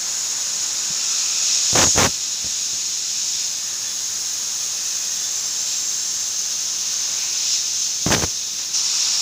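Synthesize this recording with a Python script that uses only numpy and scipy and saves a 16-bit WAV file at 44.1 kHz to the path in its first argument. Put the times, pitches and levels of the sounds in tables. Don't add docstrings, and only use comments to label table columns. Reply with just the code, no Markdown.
import sys
import numpy as np
from scipy import signal
from scipy.fft import rfft, irfft, next_fast_len
from scipy.io import wavfile
from scipy.ndimage import uniform_filter1d, map_coordinates

SR = 44100
rng = np.random.default_rng(int(sys.argv[2]) if len(sys.argv) > 2 else 0)


def to_wav(sig):
    pcm = np.clip(np.atleast_2d(sig), -1, 1) * 32767
    pcm = np.round(pcm).astype(np.int16)
    wavfile.write(sys.argv[1], SR, pcm.T)


N = 406161
T = np.arange(N) / SR
FFT_SIZE = next_fast_len(N)
FFT_HZ = np.fft.rfftfreq(FFT_SIZE, 1 / SR)

# f/Hz, relative level/dB
HISS_COLOUR = [(2000, -66), (3000, -20), (4750, -11.5), (5300, -7.5), (6200, -2.5), (6780, 4), (7200, -5),
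               (7750, -9), (8200, -16.5), (8900, -23.5), (10000, -26.5), (12000, -65)]
FIZZ_COLOUR = [(2000, -30), (6000, -12), (8000, -2), (9150, 1.5), (9650, -7), (10350, 2.5), (11300, -1),
               (11950, -4), (12400, -15), (12950, -8), (13500, -2), (14300, -.5), (15300, 1), (16400, 4)]
RUSH_COLOUR = [(800, -55), (1500, -29), (2250, -12), (2550, -5.5), (3250, -6.5), (3600, -0.5), (4150, 1),
               (4650, -1), (5350, 7.5), (6000, 5), (7000, 5), (9000, -25.5), (12000, -27)]
ROAR_COLOUR = [(50, -29), (200, -9.5), (600, -3.5), (900, -1.5), (1300, 0), (1750, 0), (2200, -3),
               (3200, -3), (6000, -31), (12000, -50)]
# t/s, relative level/dB
HISS_DRIFT = [(0, -26), (1.4, -26), (1.9, -20.5), (2.06, -28.5), (3.6, -28), (4.6, -25.5), (6.8, -25),
              (7.5, -25.5), (8.3, -27), (9.2, -36.5)]
FIZZ_DRIFT = [(0, -42.5), (1.7, -44.5), (2.3, -45.5), (3.2, -45), (4.2, -42), (5.2, -42), (8.5, -46)]
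# t/s, relative rush/dB, relative roar/dB
CUT_DRIFT = [(0, -33, -41.5), (.9, -30, -42), (1.7, -25, -42), (2.2, -30.5, -47), (3.1, -30, -48),
             (3.7, -33, -45.5), (5.6, -33.5, -43.5), (6.3, -33.5, -45.5), (6.97, -30.5, -44.5),
             (7.13, -30.5, -42.5), (7.7, -30, -47), (8.72, -34, -49.5), (9, -25, -43)]
# t/s, factor on frequency
COLOUR_SLIDE = [(0, 1), (2.2, .992), (3.5, .978), (5, .962), (6.5, .948), (8, .938), (9.2, .935)]
# peak t/s, build-up/s, hiss boost/dB, rush boost/dB
GAS_SWELLS = [(1.2, .3, 2.5, 1.5), (1.55, 0.13, 1.5, 3), (3.43, 0.39, 1, 3.5), (5.75, 0.22, -1, 5),
              (7.55, .25, -2.5, 6.5), (7.84, 0.22, 4, 1)]
# t/s, settling time/s, hiss boost/dB, rush boost/dB, roar boost/dB
GAS_SPURTS = [(2.44, 0.27, 2, 1, 2), (8.58, 0.098, 0, 4.5, 6), (8.734, 0.17, 12, 5.5, 1.5)]
# start t/s, end t/s, f/Hz, width/Hz, level at the middle/dB
SLOT_WHISTLES = [(0.601, 1.8, 1330, 110, -49.5), (0.699, 1.895, 2560, 260, -41.5),
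                 (1.646, 2.125, 6650, 450, -23), (3.451, 4.15, 1770, 150, -51),
                 (3.76, 4.06, 3460, 60, -42.5), (4.35, 5.35, 2550, 160, -47), (5, 5.246, 1870, 70, -48),
                 (5.08, 5.38, 3520, 50, -41.5), (4.502, 7, 7330, 380, -32.5), (6.899, 7.65, 2550, 745, -41),
                 (8.198, 8.8, 3660, 380, -41.5)]
# t/s, length/s, wind speed (0-1)
JET_GUSTS = [(1.729, .147, .35), (1.746, .096, .9), (1.947, .13, .33), (1.968, .098, .94),
             (2.438, 0.044, 0.01), (2.722, 0.039, 0.01), (3.32, .03, .002), (8.06, .187, 0.32),
             (8.104, .045, 1), (8.209, .037, 0.51)]
# t/s, relative level/dB
EDDY_POPS = [(1.7307, -17.5), (1.869, -21), (1.978, 4), (2.445, -27.5), (2.466, -30), (8.0643, -10.5),
             (8.0665, -12), (8.1055, -7.5), (8.1672, -14), (8.2032, -24), (8.2381, -7)]
# f/Hz, gain/dB
MIC_RING = [(100, 6), (2500, 3), (4500, 4), (6300, 11.5), (8000, -1), (10000, -9.5), (12200, -15),
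            (15000, -6)]
# f/Hz, relative level/dB
SPATTER_COLOUR = [(500, -27), (720, -8), (880, 2.5), (1350, 3), (1700, -8), (3200, -7), (4900, 15),
                  (5700, 22), (6400, -5), (6900, 14), (7500, -1), (9100, 0.5), (10500, -25), (15000, -23)]
# t/s, level/dB, f/Hz, time to fade by 60 dB/s
GANTRY_KNOCK = (.903, -26, 165, .05)
# f/Hz, level/dB
HUM_TONES = [(100, -62.5), (111, -68), (200, -62)]
# f/Hz, relative level/dB
SHOP_COLOUR = [(20, -38), (40, -24), (65, -4.5), (105, -0.5), (140, 3), (200, 1.5), (400, 1), (700, -15),
               (1500, -3.5), (12000, -26)]


def gas_jet(fizz_db, rush_db, roar_db, flutter_db, sputter_db):
    flutter = flutter_db * wander(rate_hz=27)
    sputter = sputter_db * wander(rate_hz=45)
    hiss_surge, rush_surge, roar_surge = gas_surges()
    facing = jet_aim()
    hiss = sheet_bounce(noise(HISS_COLOUR))
    hiss *= amp(curve(HISS_DRIFT) + hiss_surge + 5.5 * facing + flutter)
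    fizz = sheet_bounce(noise(FIZZ_COLOUR))
    fizz *= amp(curve(FIZZ_DRIFT) + 10.5 * facing + fizz_db + flutter)
    rush = noise(RUSH_COLOUR) * amp(curve(CUT_DRIFT, column=1) + rush_surge + rush_db + sputter)
    roar = noise(ROAR_COLOUR) * amp(curve(CUT_DRIFT, column=2) + roar_surge + roar_db + sputter)
    return hiss + fizz + echoes(rush + roar, fade_s=0.08, echo_db=-10.5)


def gas_surges(swell_drop_s=0.074, spurt_rise_s=0.0072):
    hiss, rush, roar = np.zeros((3, N))
    for peak, build_s, hiss_db, rush_db in GAS_SWELLS:
        swell = np.interp(T, [peak - build_s, peak, peak + swell_drop_s], [0, 1, 0])
        hiss += hiss_db * swell
        rush += rush_db * swell
    for start, settle_s, hiss_db, rush_db, roar_db in GAS_SPURTS:
        spurt = ramp(start, spurt_rise_s) * np.exp(-abs(T - start) / settle_s)
        hiss += hiss_db * spurt
        rush += rush_db * spurt
        roar += roar_db * spurt
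    return hiss, rush, roar


def jet_aim(smooth_s=0.12):
    span = round(smooth_s * SR)
    return uniform_filter1d(uniform_filter1d(wind_speed(), span), span)


def sheet_bounce(x):
    bounced = echoes(x, fade_s=0.044, echo_db=-12)
    read_at = np.cumsum(curve(COLOUR_SLIDE))
    return unit(map_coordinates(bounced, [read_at], order=3, mode="mirror"))


def whistles():
    out = np.zeros(N)
    for start, end, hz, width_hz, db in SLOT_WHISTLES:
        during = (T > start) & (T < end)
        count = during.sum()
        band = np.exp(-2 * ((np.fft.rfftfreq(count, 1 / SR) - hz) / width_hz) ** 2)
        tone = unit(irfft(rfft(rng.standard_normal(N)[:count]) * band, count))
        out[during] += amp(db) * tone * np.hanning(count)
    return out


def wind_on_mic(large_db, small_db, hiss_db, large_per_s, small_per_s, soften_hz, low_cut_hz):
    speed = wind_speed()
    unbroken = 1 - 0.71 * speed
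    large_kicks = eddy_kicks(large_per_s * (1 + speed), spread=.7) * speed ** .6 * unbroken
    large = eddy(large_kicks, leak_hz=160)
    large = signal.sosfilt(signal.butter(1, soften_hz, fs=SR, output="sos"), large)
    small_kicks = eddy_kicks(small_per_s * speed ** 2.8, spread=1.0) * speed ** 0.37
    small = eddy(small_kicks, leak_hz=614)
    hiss = speed * rng.standard_normal(N)
    pressure = amp(large_db) * large + amp(small_db) * small + amp(hiss_db) * hiss
    for k, (start, db) in enumerate(EDDY_POPS):
        hit = round(start * SR)
        leak_hz = 90 + 1500 * speed[hit] ** 2
        pressure -= (-1) ** k * amp(db) * eddy(np.arange(N) == hit, leak_hz)
    low_cut = signal.butter(2, low_cut_hz, "high", fs=SR, output="sos")
    return signal.sosfilt(low_cut, colour(pressure, MIC_RING))


def wind_speed(rise_s=.012, fall_s=.008):
    gusts = [speed * ramp(start, rise_s) * np.exp(-np.maximum(T - start - length, 0) / fall_s)
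             for start, length, speed in JET_GUSTS]
    return np.max(gusts, axis=0)


def eddy_kicks(per_s, spread):
    rate = per_s * np.exp(spread * wander(rate_hz=500))
    passed = np.floor(np.cumsum(rate) / SR)
    return np.diff(passed, prepend=0) * (-1) ** passed * rng.uniform(0.31, 1.47, N)


def eddy(kicks, leak_hz):
    return signal.lfilter([1], [1, -np.exp(-2 * np.pi * leak_hz / SR)], kicks)


def spatter(start_s, rise_s, db, drops_per_s):
    ticks = rng.standard_normal(N) * (rng.random(N) < drops_per_s / SR)
    return amp(db) * unit(colour(ticks, SPATTER_COLOUR)) * ramp(start_s, rise_s)


def knock(start_s, db, hz, fade_s, rise_s=0.0016):
    age = np.maximum(T - start_s, 0)
    soft_start = 1 - np.exp(-age / rise_s)
    return amp(db - 60 * age / fade_s) * np.sin(2 * np.pi * hz * age) * soft_start


def machine_hum(waver_hz, shop_db):
    hum = np.zeros(N)
    for hz, db in HUM_TONES:
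        pitch_hz = hz + waver_hz * wander(rate_hz=10.1)
        hum += amp(db) * unit(np.sin(2 * np.pi * np.cumsum(pitch_hz) / SR))
    return hum + amp(shop_db) * noise(SHOP_COLOUR)


def echoes(x, fade_s, echo_db, per_s=2000):
    delay = T[:SR // 5]
    bounces = rng.standard_normal(len(delay)) * (rng.random(len(delay)) < per_s / SR) * (delay > .002)
    bounces *= amp(-60 * delay / fade_s)
    echo = signal.oaconvolve(x, bounces / np.linalg.norm(bounces))[:N]
    return (x + amp(echo_db) * echo) / np.hypot(1, amp(echo_db))


def amp(db):
    return 10 ** (np.asarray(db) / 20)


def unit(x):
    return x / np.sqrt(np.mean(x ** 2) + 1e-20)


def ramp(start_s, rise_s):
    return np.clip((T - start_s) / rise_s, 0, 1)


def curve(rows, column=1):
    rows = np.array(rows)
    return np.interp(T, rows[:, 0], rows[:, column])


def colour(x, points):
    hz, db = np.transpose(points)
    gain = amp(np.interp(np.log(FFT_HZ + 1), np.log(hz), db))
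    return irfft(rfft(x, FFT_SIZE) * gain, FFT_SIZE)[:N]


def noise(points):
    return unit(colour(rng.standard_normal(N), points))


def wander(rate_hz):
    keep_slow = np.exp(-(FFT_HZ / rate_hz) ** 2)
    return unit(irfft(rfft(rng.standard_normal(FFT_SIZE)) * keep_slow, FFT_SIZE)[:N])


def scene():
    mix = gas_jet(fizz_db=4.5, rush_db=4.0, roar_db=1.5, flutter_db=0.48, sputter_db=0.07) + whistles()
    mix += spatter(start_s=8.735, rise_s=0.0087, db=-27.0, drops_per_s=8100)
    mix += knock(*GANTRY_KNOCK) + machine_hum(waver_hz=3.02, shop_db=-51.5)
    mix += wind_on_mic(large_db=-12, small_db=-12.5, hiss_db=-22.5,
                       large_per_s=110, small_per_s=1400, soften_hz=905, low_cut_hz=71)
    return np.array([mix, mix])


def record(dry):
    ceiling, top_hz = .8, 15560
    rounded = dry / (1 + (dry / ceiling) ** 4) ** (1 / 4)
    treble_cut = signal.firwin(1023, top_hz, window=("kaiser", 9), fs=SR)
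    return signal.oaconvolve(rounded, treble_cut[None], "same", axes=1)


dry = scene()
out = record(dry)
to_wav(out)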